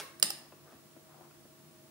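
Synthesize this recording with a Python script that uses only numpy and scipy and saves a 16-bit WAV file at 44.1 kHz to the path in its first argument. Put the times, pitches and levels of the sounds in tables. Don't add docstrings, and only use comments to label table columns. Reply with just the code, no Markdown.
import sys
import numpy as np
from scipy import signal
from scipy.io import wavfile

SR = 44100
rng = np.random.default_rng(int(sys.argv[2]) if len(sys.argv) > 2 else 0)


def pcm_store(signal):
    levels = np.round(np.clip(np.atleast_2d(signal), -1, 1) * 32767)
    wavfile.write(sys.argv[1], SR, levels.astype(np.int16).T)


def elevation(decibels):
    levels = np.asarray(decibels, float)
    return 10 ** (levels / 20)


N = 83790


def at_hz(points, hz):
    points_hz, values = np.array(points).T
    return np.interp(np.log(hz), np.log(points_hz), values)


def rms_one(x):
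    return x / np.sqrt(np.mean(x ** 2) + 1e-20)


def butter(x, order, hz, kind="low"):
    return signal.sosfilt(signal.butter(order, hz, kind, fs=SR, output="sos"), x)


def drift(rate_hz):
    r = np.exp(-80 * np.pi * rate_hz / SR)
    noise = rng.standard_normal(N // 40 + 2002)
    slow = signal.lfilter([1], [1, -2 * r, r * r], noise)[2000:]
    return np.interp(np.arange(N) / 40, np.arange(len(slow)), rms_one(slow))


def bands():
    edges = 22 * 2 ** np.arange(0, 10, .5)
    return [(np.sqrt(low * high), signal.butter(2, [low, high], "band", fs=SR, output="sos"))
            for low, high in zip(edges, edges[1:])]


def chatter(ms):
    hits_per_ms = 6.0
    t = np.arange(400) / SR * 1000 / ms
    hits = (rng.random(400) < hits_per_ms * 1000 / SR) * rng.normal(size=400)
    first_touch = .4 * (t == 0)
    return hits * np.sqrt(t) * np.exp(-1.5 * t) + first_touch


def strike(force, modes, even=True):
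    force, out = np.pad(force, (0, SR // 8)), 0
    for k, (hz, db, t60) in enumerate(modes):
        r = elevation(-60 / (t60 * SR))
        w = 2 * np.pi * hz / SR
        ring = signal.lfilter([1, 0, -1], [1, -2 * r * np.cos(w), r * r], force)
        height = np.abs(ring).max() if even else 1
        out = out + (-1) ** k * elevation(db) * ring / height
    return out / np.abs(out).max()


def add(into, x, s, db, pan_db):
    i = max(int(s * SR), 0)
    x = x[:N - i]
    sides_db = np.array([[.5], [-.5]]) * pan_db
    into[:, i:i + len(x)] += elevation(db + sides_db) * x


# (frequency [Hz], density [dB per Hz])
MURMUR_COLOUR = [(20, -50.5), (50, -12.5), (140, -6), (230, -2), (600, -11.5), (1200, -14.5), (2500, -18.5),
                 (15600, -20.5)]
# (frequency [Hz], likeness [-1 to 1])
SIDE_LIKENESS = [(60, 1), (240, 0.39), (950, 0.28), (3770, -0.089), (15000, -0.031)]
# (frequency [Hz], left minus right [dB])
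SIDE_TILT = [(60, -3), (380, 2.5), (2380, -0.5), (15000, 0)]


def murmur_and_hiss():
    level_db = -59.5
    out, white = 0, rng.standard_normal((2, 2, N + 4000))
    for k, (hz, sos) in enumerate(bands()):
        mid, side = signal.sosfilt(sos, white[k % 2])[:, 4000:]
        alike = np.clip(at_hz(SIDE_LIKENESS, hz), -1, 1)
        lumps_db = at_hz([(300, 0.26), (3000, 0.09)], hz) * drift(45)
        tilt_db = at_hz(SIDE_TILT, hz) * np.array([[.5], [-.5]])
        gain = elevation(at_hz(MURMUR_COLOUR, hz) + lumps_db + tilt_db)
        out = out + gain * (np.sqrt(1 + alike) * mid + np.sqrt(1 - alike) * side * [[1], [-1]])
    return elevation(level_db) * rms_one(out)


# (frequency [Hz], level [dB rms])
HUM_LINES = [(97, -81.5), (146, -68.5), (344.5, -68), (640.6, -72), (1120, -81.5), (15703, -75)]


def hum():
    waver_hz, waver_db = 4.08, 2.5
    out = 0
    for hz, db in HUM_LINES:
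        loose = hz < 5000
        phase = 2 * np.pi * np.cumsum(hz + loose * waver_hz * drift(7.54)) / SR
        level = elevation(db + loose * waver_db * drift(10.5))
        out = out + np.sqrt(2) * level * np.sin(phase + [[0], [.3]])
    return out


# (frequency [Hz], t60 [s])
ROOM_DECAY = [(150, 0.25), (1000, 0.57), (5000, 0.44), (15000, 0.29)]


def room(x, colour):
    first_wall_s, build_s, alike_below_hz = 0.0039, 0.003, 960
    t = np.arange(SR // 2) / SR
    white = rng.standard_normal((2, 2, len(t)))
    echo = 0
    for k, (hz, sos) in enumerate(bands()):
        fade_db = at_hz(colour, hz) - 60 * t / at_hz(ROOM_DECAY, hz)
        echo = echo + signal.sosfilt(sos, white[k % 2]) * elevation(fade_db)
    bass_difference = signal.lfilter(*signal.butter(1, alike_below_hz, fs=SR), (echo[0] - echo[1]) / 2)
    echo = echo - bass_difference * [[1], [-1]]
    echo = echo * np.clip((t - first_wall_s) / build_s, 0, 1)
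    echo = echo / np.sqrt(np.sum(echo ** 2) / 2)
    return signal.fftconvolve(x, echo, axes=1)[:, :N]


def clicks(events, glow):
    out = np.zeros((2, N))
    pulse = elevation(-10) * strike(np.ones(1), glow)
    pulse[0] += 1
    for s, db, *_ in events:
        add(out, pulse, s, db, 0)
    return out


# (time [s], peak level [dB], dullness [Hz], pan [dB])
HAND_BUMPS = [(.5215, -49, 4000, 1.5), (.5235, -50, 3200, 1.5), (.5275, -50, 2000, 1.5),
              (.535, -51, 500, 1.5), (.722, -49, 1900, 3), (.729, -50, 1700, 3), (.9625, -54, 700, 9),
              (.9655, -51, 600, 7), (.9685, -50, 450, 7), (1.093, -56, 1100, 4), (1.2095, -50, 750, 7),
              (1.31, -51, 8000, .1), (1.4505, -53, 1000, 2.5), (1.4535, -51, 900, 2.5),
              (1.69, -57, 350, 1.5)]
# (frequency [Hz], level [dB], t60 [s])
TABLE_MODES = [(213, -2, 0.025), (354, 3.5, 0.031), (456, 1.5, 0.024), (671, 8.5, 0.017), (1060, 7, 0.012),
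               (1375, 7, 0.012), (1820, 0, 0.024), (2610, 3.5, 0.014), (5470, -2, 0.0014)]
# (start [s], length [s], level [dB], centre [Hz], pan [dB])
SLEEVE_STROKES = [
    (.26, .12, -61, 330, 1.5),
    (.34, .15, -63, 800, 4.5),
    (.63, .14, -64, 1200, 3.5),
    (.72, .04, -60, 217, -5),
    (.68, .08, -72, 4500, .1),
    (.63, .13, -65, 560, 1.5),
    (1.06, .14, -66, 950, 10),
    (1.12, .12, -67, 600, 10),
    (1.16, .14, -65, 850, 10),
]


def hand():
    out = np.zeros((2, N))
    for s, db, dull_hz, pan_db in HAND_BUMPS:
        soft = butter(chatter(0.97), 2, dull_hz)
        add(out, strike(soft, TABLE_MODES, even=False), s, db, pan_db)
    for s, length, db, hz, pan_db in SLEEVE_STROKES:
        grains = rng.normal(size=SR // 4) * (rng.random(SR // 4) < .2)
        cloth = butter(grains, 2, [hz / 1.5, hz * 1.34], "band")
        swell = np.sin(np.pi * np.clip(np.arange(SR // 4) / SR / length, 0, 1))
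        add(out, rms_one(cloth) * swell, s, db, pan_db)
    return out


# (time [s], peak level [dB])
CASE_KNOCKS = [
    (.0003, -27.5),
    (.0021, -33),
    (.004, -31.5),
    (0.0095, -34),
]
# (frequency [Hz], level [dB], t60 [s])
CASE_MODES = [(301, -3, 0.2), (420, -13, 0.14), (578, -2, 0.039), (853, -1.5, 0.047), (1200, 3, 0.015),
              (1450, 9.5, 0.0055), (2320, 1.5, 0.023), (3440, 12, 0.0025), (4870, 2.5, 0.0091),
              (5600, 9, 0.0054), (6790, 4, 0.0049), (8700, 10.5, 0.0015), (11200, -15, 0.0011),
              (15100, -31, .006)]


def knock():
    out = np.zeros((2, N))
    for s, db in CASE_KNOCKS:
        add(out, strike(chatter(0.98), CASE_MODES), s, db, .1)
    return out


# (frequency [Hz], level [dB], t60 [s])
CASE_BODY = [(425, -17, 0.0056), (1310, -14, 0.002), (2150, -7.5, 0.012), (4160, 16.5, 0.0066),
             (5530, 12, 0.0026), (9280, 23, 0.009)]
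# (frequency [Hz], density [dB per Hz])
CASE_COLOUR = [(150, -40), (230, -18.5), (305, -3.5), (456, -6.5), (700, -14), (1250, -7), (9230, -23.5),
               (16000, -16.5)]


def knock_echo():
    return room(elevation(12.5) * clicks(CASE_KNOCKS, CASE_BODY), CASE_COLOUR)


# (time [s], peak level [dB], pan [dB])
FIRST_SLIP = [
    (.1983, -29, -6.5),
]
# (frequency [Hz], level [dB], t60 [s])
SPRING_MODES = [(1220, -13, .006), (2000, -16, .004), (3800, -17, .003), (5150, -8, .005),
                (6800, -14, .003), (7750, -12, .003), (9040, -9, .005), (10200, -1, .009),
                (11400, -11, .004), (14200, -12, .003), (15400, -8, .004)]
# (time [s], peak level [dB], frequency [Hz], t60 [s], pan [dB])
BOX_THUMPS = [
    (.2265, -36.5, 598, 0.059, 2.5),
    (.234, -43, 198, 0.11, 1),
    (.303, -43, 808, 0.07, 4.5),
    (.303, -46, 610, 0.042, 6),
]


def slip():
    out = np.zeros((2, N))
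    s, db, pan_db = FIRST_SLIP[0]
    add(out, strike(chatter(1.3), SPRING_MODES), s, db, pan_db)
    for s, db, hz, t60, pan_db in BOX_THUMPS:
        one_cycle_push = np.hanning(int(SR / hz))
        add(out, strike(one_cycle_push, [(hz, 0, t60)]), s, db, pan_db)
    return out


# (time [s], peak level [dB], chatter length [ms], favoured pitch [Hz], pan [dB])
DETENT_CONTACTS = [(.2254, -34, .5, 9000, -4), (.2262, -6, .1, 5000, -4.5), (.22665, -7, .1, 5200, -4.5),
                   (.2272, -9, .2, 3000, -4), (.2278, -8, .2, 8600, -4), (.2289, -14, .2, 15000, -4),
                   (.2296, -14, .3, 8600, -4), (.2310, -18, .3, 8000, -4), (.2348, -25, .6, 8200, -3),
                   (.2365, -20, .5, 5000, -3), (.2380, -22, .4, 5000, -3), (.2398, -24, .4, 8800, -3),
                   (.3026, -25, .4, 9500, -4), (.3036, -23, .2, 5300, -4), (.3043, -22, .2, 15000, -4),
                   (.3047, -22, .1, 5300, -4), (.3053, -23, .2, 9000, -4), (.3079, -29, .2, 5000, -4),
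                   (.3120, -33, .8, 5000, -3), (.3874, -41, 1.2, 13000, -3)]
SWITCH_PITCHES = [1300, 1740, 2800, 4020, 4930, 5400, 6850, 8200, 8900, 10200, 11600, 12900, 14500, 15150]
# (level [dB], t60 [s])
SWITCH_MODES = [(-5.5, 0.0079), (-14, 0.01), (-2, 0.012), (-12.5, 0.011), (-5, 0.0077), (-3.5, 0.0022),
                (-1, 0.0052), (0.5, 0.004), (-4.5, 0.0056), (-7.5, 0.0044), (-11, 0.012), (-4.5, 0.0024),
                (-5, 0.0033), (-5.5, 0.0065)]


def switch():
    favour_peak_db, favour_octaves, crack_db = 13.5, 0.33, -17
    shadow_hz, shadow_db, left_lag = 1210, -11.5, 9
    out = np.zeros((2, N))
    level_db, t60 = np.transpose(SWITCH_MODES)
    for s, db, ms, pitch_hz, pan_db in DETENT_CONTACTS:
        force = chatter(ms)
        octaves_off = np.log2(np.divide(SWITCH_PITCHES, pitch_hz))
        favour_db = favour_peak_db * np.exp(-(octaves_off / favour_octaves) ** 2)
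        add(out, strike(force, np.c_[SWITCH_PITCHES, level_db + favour_db, t60]), s, db, pan_db)
        crack = np.diff(force, prepend=0) / np.abs(force).max()
        add(out, crack, s, db + crack_db, pan_db)
    bass = signal.lfilter(*signal.butter(1, shadow_hz, fs=SR), out[0])
    out[0] = np.roll(out[0], left_lag) + elevation(shadow_db) * bass
    return out


# (frequency [Hz], level [dB], t60 [s])
SWITCH_BODY = [(2720, -10.5, 0.0036), (5120, 0, 0.0039), (9350, -5, 0.0036), (9970, -18, 0.034),
               (14100, -13, 0.0038)]
# (frequency [Hz], density [dB per Hz])
SWITCH_COLOUR = [(120, -28), (260, 0.5), (700, 0), (2700, -9), (5000, -2.5), (7000, -13), (9000, -1),
                 (16000, -16)]


def switch_echo():
    return room(elevation(-3.5) * clicks(DETENT_CONTACTS, SWITCH_BODY), SWITCH_COLOUR)


def scene():
    snap, tick, soft, hollow = switch(), slip(), hand(), knock()
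    send = elevation(-18) * (snap + hollow) + elevation(-20) * tick + elevation(-5.5) * soft
    wet = room(send, [(20, 0), (20000, 0)]) + switch_echo() + knock_echo()
    near = butter(snap + tick + soft + hollow, 3, 150, "high")
    near = butter(near, 12, 16000)
    steep_top = signal.ellip(8, .5, 50, 15800, fs=SR, output="sos")
    far = signal.sosfilt(steep_top, murmur_and_hiss() + wet)
    return near + hum() + butter(far, 2, 40, "high")


def roll_off(x):
    return signal.sosfilt(signal.butter(12, 17040, fs=SR, output="sos"), x)


def record(dry):
    mix = butter(dry, 1, [30, 20000], "band")
    return roll_off(mix)


dry = scene()
out = record(dry)
pcm_store(out)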